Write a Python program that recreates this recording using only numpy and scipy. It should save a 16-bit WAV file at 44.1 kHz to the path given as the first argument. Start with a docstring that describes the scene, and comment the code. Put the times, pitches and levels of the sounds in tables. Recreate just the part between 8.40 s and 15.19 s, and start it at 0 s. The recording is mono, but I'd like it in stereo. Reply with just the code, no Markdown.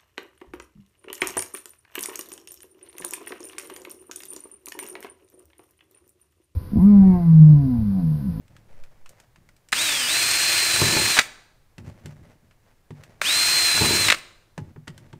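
"""Cordless drill boring a hollow hull

A cordless drill bores two holes through a fitting into a hollow plastic kayak, close by in a garage.
The trigger drives, coasts or brakes the motor, and shaft speed sets the gearbox rasp, tones and whine.
Random slips at the bit excite hull modes as it breaks through; chuck clacks are decaying noise impacts.
Around the holes the bit ticks on the fitting and knocks on the hull, and hand and bit slide on plastic.
Dense reflections form the garage, over steady air noise and two soft puffs of draught."""
import sys
import numpy as np
from scipy import signal
from scipy.fft import rfft, irfft
from scipy.io import wavfile

SR = 44100
rng = np.random.default_rng(int(sys.argv[2]) if len(sys.argv) > 2 else 0)


def output_pcm(signal):
    """Save a mono or channel-first signal as 16-bit PCM at the path in sys.argv[1].

    Samples are clipped to [-1, 1] before scaling.
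    """
    pcm = np.clip(np.atleast_2d(signal).T, -1, 1) * 32767
    wavfile.write(sys.argv[1], SR, np.round(pcm).astype(np.int16))


N = 299439
TIME = np.arange(N) / SR  # s

# All levels are relative: the mixing gains in the functions also apply.
# Trigger moves (coast: let go; brake: released fully): start_s, action
TRIGGER = [(1.321, "pull"), (1.431, "coast"), (1.67, "pull"), (2.713, "coast"), (2.762, "brake"),
           (4.814, "pull"), (5.623, "coast"), (5.674, "brake")]
# Motor response to each action: goal as a share of full speed, time_constant_s
MOTOR_RESPONSE = {"pull": (1, .037), "coast": (0, .73), "brake": (-.25, .076)}
# Load on the bit, the same in every hole: time_s from the tip piercing, mesh_sag_hz at full speed
LOAD = [(-.5, 0), (-.09, 55), (0, 145), (.05, 95), (.11, 155), (.2, 80), (.36, 10)]
# Tones of motor, fan and gears: multiple of shaft speed, level_db
SHAFT_ORDERS = [(1, -21), (2, -21), (5, -17), (10, -16), (13, -15), (14, -28), (15, -19), (17, -18),
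                (18, -26), (19, -17), (20, -16), (21, -21), (22, -17), (24, -18), (25, -15), (30, -21),
                (35, -25)]
# Gearbox rasp through its casing: pitch_hz, density_db per Hz
CASING_SPECTRUM = [(20, -22), (60, -16.5), (110, -10), (200, -16.5), (500, -13.5), (1100, -8), (1600, -3.5),
                   (2500, -2), (3100, -4.5), (4400, -3.5), (5600, -5.5), (7800, -5.5), (9300, -9),
                   (10800, -17.5), (13000, -13), (15500, -17.5)]
# Casing resonances: pitch_hz, width_hz, level_db
CASING_PEAKS = [(1735, 77, -7.5), (2490, 390, -5), (8626, 420, -4)]
# Gear whine at full speed: time_s, level_db
WHINE_LEVEL = [(1.75, -27.5), (2.2, -27.5), (2.7, -27.5), (4.95, -22.5), (5.3, -22), (5.45, -24.5)]
# Chuck lock slams: start_s, level_db, rebound_level_db
CLACKS = [(1.3275, -4, -7.5), (2.7689, -10, -14), (2.7761, -6.5, -8.5), (2.7888, 2.5, 0), (4.8163, -5, -20),
          (5.684, -5, -6), (5.701, 0.5, -0.5), (5.7195, -7.5, -1.1), (5.744, -13.5, -21.5)]
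# Spectrum of a clack: pitch_hz, density_db per Hz
CLACK_SPECTRUM = [(120, -18), (500, -9), (1000, -7.5), (1550, 1.5), (2300, -0.5), (3200, -8), (4000, -3.5),
                  (5000, -12.5), (9000, -14.5), (11000, -29.5), (15500, -27)]
# Holes, where the tip pierces and the flutes then tear the wall: start_s, length_s, rumble_db, fade_db
HOLES = [(2.341, 0.26, -25.5, -2), (5.347, .3, -24, -10)]
# Spectrum of cutting, thuds and hull murmur: pitch_hz, density_db per Hz
CUT_SPECTRUM = [(20, -17.5), (50, -6), (103, 3.5), (193, -5.5), (238, -3), (274, -12), (347, 0),
                (472, -13.5), (528, -9), (769, -15), (921, -10), (1400, -21), (1820, -43), (3080, -120)]
# Mean modes of the hollow hull: pitch_hz, level_db, t60_s
HULL_MODES = [(106.9, -7, 0.22), (129, -11, 0.3), (147.6, 0, 0.3), (172, -1.5, 0.14), (235.1, -6.5, 0.25),
              (273, -4.5, 0.11), (349.7, -5.5, 0.14), (382, -4.5, 0.22), (441, -0.5, 0.06),
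              (496, -10.5, 0.073), (870, -9, 0.16), (959, -18.5, 0.15)]
# Knocks or snags of the bit on the hull: start_s, level_db, hardness_db
KNOCKS = [(2.34, -29, -20), (2.416, -11, -4), (2.435, -19, -8.5), (2.565, -16, 3), (3.38, -30.5, -14),
          (3.659, -28.5, -34), (4.506, -29, -12.5), (5.346, -30, -9), (5.413, -15, 9), (5.459, -19, -3.5),
          (5.508, -17, 5), (6.178, -21, -5.5), (6.36, -31, -16), (6.476, -30.5, -12), (6.732, -33, -9.5)]
# Taps or snags of the bit tip on the fitting: start_s, level_db, sharpness_db
TICKS = [(0.08, -47, -4), (0.165, -39.5, -6), (0.437, -42, -4.5), (0.66, -35, -7.5), (0.692, -35, 8),
         (0.8, -41, 0), (0.959, -40, -7.5), (1.089, -42.5, -6.5), (1.165, -45.5, 2), (1.287, -37, 3),
         (2.361, -10.5, -6.5), (2.569, -13.5, -13.5), (3.381, -34, -7.5), (3.658, -31.5, -4),
         (4.11, -47, -12), (4.506, -40, -11.5), (4.636, -34, -1), (5.376, -11.5, -6), (6.178, -27.5, -9),
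         (6.359, -42, -21.5), (6.472, -33.5, -13), (6.478, -26, -8), (6.578, -37, -3), (6.729, -37.5, -10)]
# Spectrum of a tick before its tilt: pitch_hz, density_db per Hz
TICK_SPECTRUM = [(350, -28), (600, -7.5), (736, -14), (1490, -3.5), (2950, -10), (3660, -14.5),
                 (7240, -19.5), (7960, -18.5), (11000, -31), (14500, -31.5), (15500, -49)]
# Hand and bit sliding on the plastic: start_s, length_s, murmur_db, scrape_db
RUBS = [(0.01, 0.05, -53, -76), (0.113, 0.16, -49, -66), (0.296, 0.33, -62.5, -62),
        (0.703, 0.15, -58, -61.5), (0.98, 0.16, -56, -79), (3.398, 0.27, -42.5, -60),
        (3.462, 0.035, -42, -52.5), (3.657, 0.29, -44.5, -57.5), (4.033, 0.081, -53.5, -73),
        (4.248, 0.0801, -62, -65), (4.554, 0.75, -52.5, -60.5), (6.19, 0.12, -36.5, -62.5),
        (6.496, 0.34, -45, -64)]
# Spectrum of the scrape: pitch_hz, density_db per Hz
SCRAPE_SPECTRUM = [(250, -19.5), (520, 3.5), (1100, -7), (2000, -7), (3500, -18), (6000, -19), (15000, -34)]
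# Reverberation of the garage: pitch_hz, t60_s
GARAGE_DECAY = [(100, 0.72), (500, 0.97), (2000, 0.56), (5000, 0.65), (9000, 0.58), (15000, 0.51)]
# Spectrum of the steady air noise: pitch_hz, density_db per Hz
AIR_SPECTRUM = [(12, -28), (20, 8), (49, -13), (129, -8), (191, -19), (416, -21.5), (906, -25.5),
                (1500, -30), (1670, -27), (3080, -34.5), (14300, -40.5), (15500, -40)]
# Puffs of draught at the microphone: centre_s, half_length_s, level_db
PUFFS = [(0.402, 0.072, -32.5), (0.636, 0.065, -44)]
# Spectrum of the draught: pitch_hz, density_db per Hz
DRAUGHT_SPECTRUM = [(8, 28), (20, -12), (40, -30), (80, -42), (300, -77)]

TEETH, FULL_MESH_HZ = 12, 4185  # gear teeth; unloaded mesh tone at full speed
RASP_DB, STRAIN_DB = -21, -8.5  # rasp at full speed; its share from speeding up or braking
RASP_LAW, WHINE_LAW = 1.5, 1.3  # powers of speed
REBOUND_S = .004
CATCH_S, TIP_DB, CLEAR_S = 0.066, -13, .08  # delay of the flutes; quieter tip; fall as chips clear
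RUB_FADE_DB, RUB_RELEASE_S = -6, 0.016
AIR_DB = -60.5
EDGE_HZ = 15650  # upper band limit


def drill(pulsing=.25, flutter_db=0.93, tones_db=-28):
    """Gear meshing: teeth rasp through the casing and sing at shaft multiples; returns body and whine."""
    speed = motor_speed()
    strain = abs(np.gradient(speed, TIME)) * MOTOR_RESPONSE["pull"][1]  # 1 at a standing start
    load_s, load_hz = np.transpose(LOAD)
    sag_hz = sum(np.interp(TIME - start, load_s, load_hz, left=0, right=0) for start, *_ in HOLES)
    shaft_hz = speed * (FULL_MESH_HZ - sag_hz) / TEETH * (1 + 0.00077 * wander(60))
    angle = 2 * np.pi * np.cumsum(shaft_hz) / SR
    effort = np.hypot(speed ** RASP_LAW, amp(STRAIN_DB) * strain)

    # brushes and teeth scrape hardest a few times in each turn
    beats = sum(np.cos(count * angle) for count in (2, 4, 6)) / 2
    rasp = grains(per_s=24000, spread_db=1.8)
    rasp *= (1 + pulsing * beats) * amp(flutter_db * wander(98))
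    body = amp(RASP_DB) * effort * unit(colour(rasp, CASING_SPECTRUM, CASING_PEAKS))

    # tones depend less on effort than the rasp does, and die away when the shaft is slow
    turning = np.minimum(shaft_hz / 220, 1) ** 3
    singing = amp(tones_db) * np.sqrt(effort) * turning
    for order, level_db in SHAFT_ORDERS:
        # each tone swells as it glides through the ring of the gear housing
        swell_db = 10.5 / (1 + ((order * shaft_hz - 4850) / 380) ** 2)
        phase = order * (angle + .02 * wander(30)) + rng.uniform(-np.pi, np.pi)
        tone = np.sqrt(2) * np.sin(phase)
        body += amp(level_db + swell_db + 1.4 * wander(17)) * singing * tone

    # play in the gears makes the mesh tone waver in phase and level
    mesh = np.sqrt(2) * np.sin(TEETH * angle + .17 * wander(250)) * amp(wander(70))
    whine_gain = amp(np.interp(TIME, *np.transpose(WHINE_LEVEL)))
    whine = whine_gain * speed ** WHINE_LAW * turning * mesh
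    return body, whine


def motor_speed():
    """First-order response: each trigger move starts an exponential approach; share of unloaded full speed."""
    speed = np.zeros(N)
    for start, action in TRIGGER:
        goal, lag = MOTOR_RESPONSE[action]
        after = TIME >= start
        approach = np.exp((start - TIME[after]) / lag)
        speed[after] = np.maximum(goal + (speed[after][0] - goal) * approach, 0)
    return speed


def chuck():
    """Impact and rebound: steel pins hit their stops as the motor starts and brakes."""
    out = np.zeros(N)
    for start, slam_db, rebound_db in CLACKS:
        for delay, level_db in (0, slam_db), (REBOUND_S, rebound_db):
            contact = impact(decay=0.0025, ring_db=-17, ring_decay=.006)
            clack = colour(contact, CLACK_SPECTRUM)
            add(out, start + delay, amp(level_db) * peak_one(clack))
    return out


def cutting(rumble_db=-2.0, ring_db=-8):
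    """Stick-slip excitation: tearing chips shake the hull, lightly at the tip and hard at the flutes."""
    slips = grains(per_s=510, spread_db=3.5)
    rumble = unit(colour(slips, CUT_SPECTRUM))
    ringing = unit(signal.oaconvolve(slips, hull_ring(tilt_db=3))[:N])
    body = rumble + amp(ring_db) * ringing
    force = np.zeros(N)
    for start, length, level_db, fade_db in HOLES:
        tip = stroke(start, CATCH_S, 0, attack=.004, release=0.021)
        flutes = stroke(start + CATCH_S, length - CATCH_S, fade_db, attack=0.0096, release=CLEAR_S)
        force += amp(level_db + TIP_DB) * tip + amp(level_db) * flutes
    return amp(rumble_db) * unit(body) * force


def knocks(boom_db=-3, thud_db=-6):
    """Impulsive excitation of modes: each blow gives a dull thud and rings the hull."""
    out = np.zeros(N)
    for start, level_db, hardness in KNOCKS:
        tilt = np.clip(.6 * (hardness + 5), -8, 5)  # dB an octave
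        thud = colour(impact(decay=0.0062, ring_db=-10.0, ring_decay=0.0042), CUT_SPECTRUM)
        add(out, start, amp(level_db + boom_db) * hull_ring(tilt))
        add(out, start, amp(level_db + thud_db + tilt / 2) * peak_one(thud))
    return out


def hull_ring(tilt_db=0):
    """Modal superposition: decaying sines form the boom; a harder blow tilts it up, in dB an octave."""
    t = np.arange(SR // 2) / SR
    ring = np.zeros(len(t))
    for hz, level_db, t60 in HULL_MODES:
        pitch = hz * (1 + 0.018 * rng.standard_normal())  # each ring draws slightly different mode pitches
        gain = amp(level_db + tilt_db * np.log2(hz / 200) - 60 * t / t60)
        ring += gain * np.sin(2 * np.pi * pitch * t + rng.uniform(-np.pi, np.pi))
    ring *= 1 - np.exp(-t / 0.001)  # the soft wall takes a moment to give
    return peak_one(ring)


def ticks(tick_db=-1.0, rise=0.00047):
    """Contact stiffness: plastic gives a little under steel; a sharper tap rises faster and is brighter."""
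    out = np.zeros(N)
    for start, level_db, sharpness in TICKS:
        contact = impact(decay=.0018, ring_db=-6.5, ring_decay=0.0077)
        rise_s = rise * amp(-.6 * (sharpness + 5.0))
        contact *= 1 - np.exp(-TIME[:len(contact)] / rise_s)
        tick = colour(contact, TICK_SPECTRUM, tilt_db=0.57 * (sharpness + 8.5))
        add(out, start, amp(level_db + tick_db) * peak_one(tick))
    return out


def sliding(murmur_db=-3, scrape_db=1):
    """Stick-slip friction: light slips scrape the surface and murmur in the hull."""
    murmur = unit(colour(grains(per_s=280, spread_db=3.5), CUT_SPECTRUM))
    soft_hand = signal.butter(2, [70, 235], "bandpass", fs=SR, output="sos")
    murmur = unit(signal.sosfilt(soft_hand, murmur))
    slips = grains(per_s=1600, spread_db=4)
    scrape = unit(colour(slips, SCRAPE_SPECTRUM) * amp(2 * wander(25)))
    out = np.zeros(N)
    for start, length, low_db, high_db in RUBS:
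        pressure = stroke(start, length, RUB_FADE_DB, attack=0.012, release=RUB_RELEASE_S)
        out += pressure * (amp(murmur_db + low_db) * murmur + amp(scrape_db + high_db) * scrape)
    return out


def garage(x, wet_db, early_db, count=3):
    """Room reverberation: close reflections, then tails whose decay time depends on frequency."""
    early = np.zeros(SR // 20)
    places = (rng.uniform(.003, .028, size=16) * SR).astype(int)
    early[places] = rng.choice([-1, 1], size=16)
    out = x + amp(early_db) * signal.oaconvolve(x, early / np.linalg.norm(early))[:N]
    for k in range(count):
        hz, t, bands = signal.stft(rng.standard_normal(SR), SR, nperseg=256)
        decay = amp(-60 * t / read(GARAGE_DECAY, hz)[:, None])
        tail = signal.istft(bands * decay, SR, nperseg=256)[1]
        tail *= 1 - np.exp(-TIME[:len(tail)] / 0.0014)
        # random tails fade in and out in turn, so the reverberation stays even in colour
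        share = np.sqrt(2 / count) * np.cos(np.pi * (17 * TIME + k / count))
        out += amp(wet_db) * signal.oaconvolve(x * share, tail / np.linalg.norm(tail))[:N]
    return out


def air():
    """Broadband turbulence: steady coloured noise with two soft low puffs of draught."""
    steady = amp(AIR_DB) * unit(colour(rng.standard_normal(N), AIR_SPECTRUM))
    puff = unit(colour(rng.standard_normal(N), DRAUGHT_SPECTRUM, size=16384))
    gust = sum(amp(db) * np.exp(-((TIME - centre) / half) ** 2) for centre, half, db in PUFFS)
    return steady + puff * gust


def impact(decay, ring_db, ring_decay):
    """Transient contact: a decaying noise burst plus a brief buzz of the parts it shakes."""
    t = np.arange(SR // 8) / SR
    envelope = np.exp(-t / decay) + amp(ring_db) * np.exp(-t / ring_decay)
    return rng.standard_normal(len(t)) * envelope


def grains(per_s, spread_db):
    """Random impulse process: tiny impacts of uneven size and either sign, at rms 1."""
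    size = amp(spread_db * np.minimum(rng.exponential(1, N), 4))
    return unit(size * rng.choice([-1, 1], N) * (rng.random(N) < per_s / SR))


def stroke(start, length, fade_db, attack, release):
    """Force envelope: a quick rise, a change of fade_db over the length, then a Gaussian fall."""
    early = np.maximum(start - TIME, 0)
    late = np.maximum(TIME - start - length, 0)
    fade = amp(fade_db * np.clip((TIME - start) / length, 0, 1))
    return fade * np.exp(-(early / attack) ** 2 - (late / release) ** 2)


def wander(hz):
    """Low-passed noise: a smooth random signal of rms 1 whose spectrum falls away above about hz."""
    lowpass = np.exp(-(np.fft.rfftfreq(N, 1 / SR) / hz) ** 2)
    return unit(irfft(rfft(rng.standard_normal(N)) * lowpass, N))


def colour(x, spectrum, peaks=(), tilt_db=0, size=4096):
    """Minimum-phase filtering: a causal filter from a spectrum, resonances and a tilt in dB an octave."""
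    hz = abs(np.fft.fftfreq(size, 1 / SR))
    gain = amp(read(spectrum, hz) + tilt_db * np.log2(np.clip(hz, SR / 40, None)))
    for centre, width, db in peaks:
        gain = gain + amp(db) / (1 + (2 * (hz - centre) / width) ** 2)
    log_gain = np.log(np.maximum(gain / gain.max(), 1e-5))
    taps = np.fft.ifft(np.exp(np.conj(signal.hilbert(log_gain)))).real
    return signal.oaconvolve(x, taps[:size // 2])[:len(x)]


def read(points, hz):
    """Logarithmic interpolation: reads a table on a log-frequency axis."""
    f, value = np.transpose(points)
    return np.interp(np.log(hz + 1), np.log(f + 1), value)


def amp(db):
    """Decibel law: level to amplitude gain."""
    return 10 ** (np.asarray(db) / 20)


def unit(x):
    """Energy normalization: scales to rms 1."""
    return x / np.sqrt(np.mean(x ** 2) + 1e-20)


def peak_one(x):
    """Peak normalization: scales the largest excursion to 1."""
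    return x / abs(x).max()


def add(mix, start, sound):
    """Superposition: adds a sound into the mix at a time in seconds."""
    part = mix[max(round(start * SR), 0):][:len(sound)]
    part += sound[:len(part)]


def scene():
    """Direct and reflected sound: the whine beams at the microphone, so its early reflections are weaker."""
    body, whine = drill()
    work = body + chuck() + cutting() + knocks() + ticks() + sliding()
    work_in_room = garage(work, wet_db=-20.5, early_db=-12.5)
    whine_in_room = garage(whine, wet_db=-20.5, early_db=-24.0)
    mono = work_in_room + whine_in_room + air()
    return np.array([mono, mono])  # both channels alike


def record(dry):
    """Clipping and band limiting: peaks flatten at 0.92 of full scale, then a low-pass filter follows."""
    held = np.clip(dry, -.92, .92)
    lowpass = signal.firwin(511, EDGE_HZ, window=("kaiser", 9), fs=SR)
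    return signal.oaconvolve(held, lowpass[None], "same")


dry = scene()
out = record(dry)
output_pcm(out)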